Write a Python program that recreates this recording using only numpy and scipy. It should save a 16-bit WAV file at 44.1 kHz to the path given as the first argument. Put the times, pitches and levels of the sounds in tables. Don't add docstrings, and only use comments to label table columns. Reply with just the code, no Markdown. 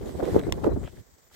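import sys
import numpy as np
from scipy import signal
from scipy.fft import rfft, irfft, next_fast_len
from scipy.io import wavfile
from scipy.ndimage import uniform_filter1d

SR = 44100
rng = np.random.default_rng(int(sys.argv[2]) if len(sys.argv) > 2 else 0)


def master_out(mix):
    frames = np.transpose(np.atleast_2d(mix))
    ceiling = np.clip(frames, -1, 1)
    pcm = np.round(ceiling * 32767).astype(np.int16)
    wavfile.write(sys.argv[1], SR, pcm)


def how_loud(loudness_db):
    steps = np.asarray(loudness_db, float) / 20
    return 10 ** steps


N = 59535


def evened(x):
    return x / np.sqrt(np.mean(x ** 2) + 1e-20)


def colour(x, points):
    size = next_fast_len(x.shape[-1] + 4096)
    f, level = np.transpose(points)
    hz = np.fft.rfftfreq(size, 1 / SR)
    gain = how_loud(np.interp(np.log(hz + 1), np.log(f + 1), level))
    return irfft(rfft(x, size) * gain, size)[..., :x.shape[-1]]


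def curve(table, col):
    rows = np.array(table)
    return np.interp(np.arange(N) / SR, rows[:, 0], rows[:, col])


def slow(hz):
    noise = rng.standard_normal((2, N))
    return evened(colour(noise, [(1, 0), (hz, -3), (4 * hz, -40), (20000, -150)]))


def lean(db):
    half = np.asarray(db) / 2
    return how_loud(np.array([half, -half]))


def add(mix, s, sound):
    part = mix[:, max(round(s * SR), 0):][:, :sound.shape[1]]
    part += sound[:, :part.shape[1]]


def ring(x, hz, width):
    r = np.exp(-np.pi * width / SR)
    angle = 2 * np.pi * hz / SR
    return signal.lfilter([np.sin(angle)], [1, -2 * r * np.cos(angle), r * r], x)


def wind():
    # (time [s], gust level [dB], left-right lean [dB], rumble over tone [dB])
    gusts = [(0, -55.5, 7, 19), (.022, -39.5, -17, -13), (.13, -42, -15, -4), (.176, -40.5, 3, 4),
             (.235, -34, -24, -20), (.33, -32.5, 12, 3), (.39, -31.5, -18, -0.5), (.435, -41, 17, 3),
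             (.52, -42, -11.5, 9), (.608, -41, 18, 3), (.69, -32.5, 7, 0.5), (.79, -44.5, -13, 13.5),
             (.85, -43.5, 17, 5.5), (.9, -65.5, 14, 10), (.96, -51.5, 15, 3), (1.01, -62.5, -5, 16),
             (1.05, -72, -26.5, -4.5), (1.35, -78.5, -9.5, 12)]
    # (frequency [Hz], level [dB])
    port_tone = [(90, -52), (150, -6.5), (300, 0.5), (400, 0.5), (560, -8), (1000, -20), (2000, -35),
                 (4000, -71)]
    # (frequency [Hz], level [dB])
    rumble = [(20, -18), (35, -13), (65, -2), (100, -4.5), (160, -7.5), (260, -16.5), (500, -69)]
    flutter_db, lump_db, rumble_db = 3.5, 2.5, -2
    tone = evened(colour(rng.standard_normal((2, N)), port_tone))
    tone *= how_loud(flutter_db * slow(hz=28.8) + 3.5)
    low = evened(colour(rng.standard_normal((2, N)), rumble))
    low *= how_loud(lump_db * slow(hz=35.8) + rumble_db + curve(gusts, col=3))
    side = curve(gusts, col=2)
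    return how_loud(curve(gusts, col=1)) * (tone * lean(.2 * side) + low * lean(.8 * side))


def lumps(tables, cycles, skirt_db):
    out, t = np.zeros((2, N)), np.arange(-1500, 1500) / SR
    middle = len(t) // 2
    for port, table in enumerate(tables):
        for s, db, hz in table:
            phase = rng.random()
            skirt = [(hz / 2, -20), (hz, 0), (2.11 * hz, -3), (6 * hz, -35), (30 * hz, -90)]
            rough = evened(colour(rng.standard_normal(len(t)), skirt))
            swell = np.exp(-(t * hz / cycles) ** 2)
            lump = swell * (np.cos(2 * np.pi * (hz * t + phase)) + how_loud(skirt_db) * rough)
            first = round(s * SR) - middle
            start = max(first, 0)
            add(out[port:port + 1], start / SR, how_loud(db) * lump[None, start - first:])
    return out


def thumps():
    # (time [s], peak level [dB], frequency [Hz])
    left_thumps = [(0.005, -37, 70), (0.08, -44, 70), (0.18, -35, 78.4), (0.34, -22, 89), (.35, -16, 151),
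                   (0.3851, -26, 60), (0.485, -21.5, 103), (0.56, -24.5, 62), (0.655, -19.5, 74.4),
                   (0.7381, -27, 94), (0.80, -29, 78), (0.8386, -30, 60), (.9, -41, 70), (0.9968, -41, 80),
                   (1.135, -47, 73), (1.245, -71, 60), (1.34, -57, 65)]
    right_thumps = [(0.0268, -29.5, 55), (0.082, -29, 63), (0.15, -29, 73), (0.233, -23, 63.6),
                    (0.289, -29, 54), (0.374, -22, 86.5), (0.371, -20, 192), (0.494, -24.5, 110),
                    (0.556, -28, 64.5), (0.649, -25.5, 75), (0.721, -21.5, 57.7), (0.781, -30, 68),
                    (.992, -39.5, 66), (1.09, -52, 54), (1.259, -51.5, 60.7), (1.33, -53, 84)]
    return how_loud(-2.5) * lumps([left_thumps, right_thumps], cycles=1.16, skirt_db=-8.5)


def eddies():
    # (time [s], peak level [dB], frequency [Hz])
    left_eddies = [(0.0124, -27.5, 404), (0.198, -20, 597), (0.2296, -15.5, 438), (0.2381, -17.5, 433),
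                   (0.3485, -18, 394), (0.3645, -2, 374), (0.47, -15.5, 375), (0.4817, -26, 380),
                   (0.4915, -28, 320), (0.5256, -27.5, 656), (0.6361, -19.5, 290), (0.644, -18.5, 560),
                   (0.6548, -10.5, 382), (0.668, -18.5, 524), (0.6787, -7, 300), (0.6876, -14, 370),
                   (0.7651, -20, 350), (.6942, -15, 446)]
    right_eddies = [(0.2284, -16.5, 390), (0.2461, -20, 530), (0.2792, -20, 420), (0.2991, -18.5, 337),
                    (0.3459, -13.5, 374), (0.358, -9.5, 430), (0.3664, -10.5, 347), (0.3732, -11, 378),
                    (0.3867, -32, 364), (0.4829, -15.5, 340), (0.4926, -18, 363), (0.5246, -20, 543),
                    (0.6465, -12, 447), (0.6671, -11, 410), (0.6783, -11, 360), (0.686, -22, 293),
                    (0.7751, -20, 281), (.6725, -7, 370)]
    return how_loud(-0.5) * lumps([left_eddies, right_eddies], cycles=1, skirt_db=-14.5)


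def flicks():
    # (time [s], peak level [dB], frequency [Hz])
    left_flicks = [(.075, -32, 487), (.092, -27.5, 590), (.204, -18.5, 600), (.347, -24, 900),
                   (.4915, -22, 654), (.64, -24, 790), (.66, -26, 750), (.7665, -33, 600)]
    right_flicks = [(.094, -27.5, 580), (.128, -42, 1000), (0.21, -21.5, 590), (.429, -30, 620),
                    (.583, -31.5, 550), (.278, -21.5, 530), (.6445, -23.5, 1130), (.59, -33, 690),
                    (0.66, -40, 950), (.879, -31.5, 630)]
    return lumps([left_flicks, right_flicks], cycles=1.26, skirt_db=-15.5)


def sand():
    # (time [s], level [dB])
    scuff = [(0, -63), (.06, -59.5), (.19, -60.5), (.23, -56.5), (.37, -55), (.42, -62.5), (.63, -62),
             (.66, -55), (.69, -66), (.86, -66), (.91, -65.5), (.99, -62), (1.03, -77.5), (1.3, -76),
             (1.35, -56)]
    # (frequency [Hz], level [dB])
    sand_spectrum = [(530, -14.5), (900, -21.5), (2040, -16), (2630, -21), (3150, -17), (4980, -19.5),
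                     (7960, -20), (14500, -24), (16000, -59.5)]
    grains_per_s, grain_db = 2700, -11.5
    same = 0.066
    a, b = rng.standard_normal((2, N))
    hiss = np.array([a, same * a + np.sqrt(1 - same ** 2) * b])
    grains = (rng.random(N) < grains_per_s / SR) * rng.choice([-1, 1], N)
    grains = grains * how_loud(6.0 * np.minimum(rng.exponential(1, N), 4))
    scattered = evened(grains) * lean(4 * rng.standard_normal(N))
    mix = hiss * how_loud(2.1 * slow(hz=24.4)[0]) + how_loud(grain_db) * scattered
    return evened(colour(mix, sand_spectrum)) * how_loud(curve(scuff, col=1) + 4.0)


def scrapes():
    # (time [s], length [s], level [dB], top frequency [Hz])
    slides = [
        (0.219, 0.067, -53, 3620),
        (0.27, .09, -51.5, 2040),
        (0.382, 0.023, -45, 3700),
        (0.422, 0.076, -53.5, 2210),
        (0.516, 0.035, -55, 4320),
        (.635, 0.019, -36, 1190),
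        (0.824, 0.087, -56.5, 3160),
        (0.876, 0.011, -52, 1510),
        (1.305, 0.026, -62, 1510),
    ]
    crumb_db = 3
    out = np.zeros((2, N))
    for s, length, db, top_hz in slides:
        t = np.arange(round(length * SR)) / SR
        noise = rng.standard_normal((4, 4000))[:, :len(t)]
        crumbs = how_loud(crumb_db * evened(uniform_filter1d(noise[3], size=60)))
        grit = (0.99 * noise[0] + noise[1:3]) * crumbs
        grit = colour(grit, [(350, -30), (700, -3), (top_hz, 0), (1.3 * top_hz, -18), (16000, -40)])
        add(out, s, how_loud(db) * evened(grit) * np.sin(np.pi * t / length) ** 1.2)
    return out


def snaps():
    # (time [s], peak level [dB], left-right lean [dB], brightness [dB per octave])
    crushes = [
        (0.2325, -36, 0, -4),
        (0.254, -28, -3.5, -7),
        (0.3938, -30, -2, -1.5),
        (.642, -35, -2, -3.5),
        (0.659, -43, 0, -1),
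        (0.8396, -42, 0, -9),
        (.876, -39, 0, -11),
    ]
    rise_s, fall_s = .0002, .0005
    out, t = np.zeros((2, N)), np.arange(600) / SR
    for s, db, pan_db, tilt_db in crushes:
        noise = rng.standard_normal((3, len(t)))
        burst = noise[0] + .5 * noise[1:]
        burst = burst * np.minimum(t / rise_s, 1) * np.exp(-t / fall_s)
        burst = colour(burst, [(300, -24.0), (1200, 2), (16000, 4 * tilt_db)])
        add(out, s, how_loud(db) * lean(pan_db)[:, None] * burst / abs(burst).max())
    return out


def ticks():
    # (time [s], peak level [dB], left-right lean [dB], frequency [Hz])
    clicks = [(.0146, -48, 9, 3640), (0.03, -48, 4, 2500), (.038, -50, 4, 2340), (0.0608, -44, 8, 4200),
              (0.072, -49.5, 4, 3900), (0.402, -42, -11, 1500), (.414, -40, -12, 2200),
              (0.436, -37, -3, 1930), (.497, -43, -3, 2600), (0.581, -44, -1, 1700),
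              (0.8334, -42.5, 4, 1510), (0.8397, -40.5, -3, 2980), (.846, -49, 0, 3300),
              (.85, -46, 2, 1200), (.858, -48, 0, 2400), (0.8746, -41, 1, 2820), (.878, -46, 0, 1690),
              (.9715, -50, -1, 1750), (1.184, -52.5, 0, 5000), (1.302, -54.5, 0, 1800),
              (1.315, -52, 3, 880)]
    t60_cycles = 7.6
    decay = np.exp(-np.arange(400) / (.0005 * SR))
    out = np.zeros((2, N))
    for s, db, pan_db, hz in clicks:
        hit = rng.standard_normal(400) * decay
        tick = ring(hit, hz, 2.2 * hz / t60_cycles)
        add(out, s, how_loud(db) * lean(pan_db)[:, None] * tick / abs(tick).max())
    return out


def crack():
    # (time [s], peak level [dB], left-right lean [dB])
    splits = [
        (0.5232, -14.5, 5),
    ]
    # (frequency [Hz], width [Hz], level [dB])
    crack_modes = [(593, 400, 0), (1060, 150, 3), (2096, 116, -0.5), (3300, 820, 0), (5790, 550, -2),
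                   (7500, 300, -1.5), (14500, 2300, -18.5)]
    lag_s = .0004
    out = np.zeros((2, N))
    for s, db, pan_db in splits:
        hit = np.zeros((2, 900))
        for delay, size in [(.0004, 0.69), (.0008, 0.14), (.0015, 0.2)]:
            hit[0, round((delay + lag_s) * SR)] = -size
            hit[1, round(delay * SR)] = size
        modes = sum(how_loud(level) * width / 500 * ring(hit, hz, width) for hz, width, level in crack_modes)
        add(out, s, how_loud(db + 5.0) * lean(pan_db)[:, None] * modes / abs(modes).max())
    return out


def insects():
    # (time [s], length [s], level [dB], frequency [Hz])
    chirps = [(0.046, 0.026, -64, 7020), (0.107, 0.07, -63.5, 7900), (0.272, 0.029, -62, 3980),
              (0.397, 0.085, -65, 7920), (.425, 0.035, -63.5, 3900), (0.709, 0.029, -66.5, 3980),
              (0.763, 0.13, -66.5, 7920), (0.782, .08, -64, 7060), (1.088, 0.12, -79, 7880),
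              (1.187, 0.13, -74, 7100), (1.24, .08, -74, 14500)]
    throb_hz, throb_db, width_hz = 90, 4.5, 180
    out = np.zeros((2, N))
    for s, length, db, hz in chirps:
        t = np.arange(round(length * SR)) / SR
        fizz = ring(rng.standard_normal((2, len(t))), hz, width_hz)
        fizz = evened(ring(fizz, hz, width_hz))
        throb = how_loud(db + throb_db * np.sin(2 * np.pi * throb_hz * t))
        add(out, s, throb * fizz * np.sin(np.pi * t / length) ** 0.19)
    return out


def air():
    # (frequency [Hz], level [dB])
    grass = [(88, -35.5), (150, -19), (475, 2), (1940, -4.5), (2760, -15.5), (7770, -3), (10400, -26),
             (11900, -12.5), (16000, -7.5)]
    hiss = evened(colour(rng.standard_normal((2, N)), grass))
    return how_loud(-63) * hiss * how_loud(1.7 * slow(hz=22)[0])


def scene():
    weather = wind() + thumps() + eddies() + flicks()
    steps = sand() + scrapes() + snaps() + ticks() + crack()
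    return weather + steps + insects() + air()


def top_cut(x):
    return signal.sosfilt(signal.butter(12, 16490, fs=SR, output="sos"), x)


def record(dry):
    # (frequency [Hz], level [dB])
    cavity = [(1400, -0.5), (2000, 1.5), (2550, 0.5), (3700, 1.5), (4800, 0.5), (5700, 0)]
    # (frequency [Hz], level [dB])
    mic = [(20, 0), (9300, 0), (10600, -8), (11800, 0), (16200, 0), (16600, -60)]
    return top_cut(colour(colour(dry, cavity), mic))


dry = scene()
out = record(dry)
master_out(out)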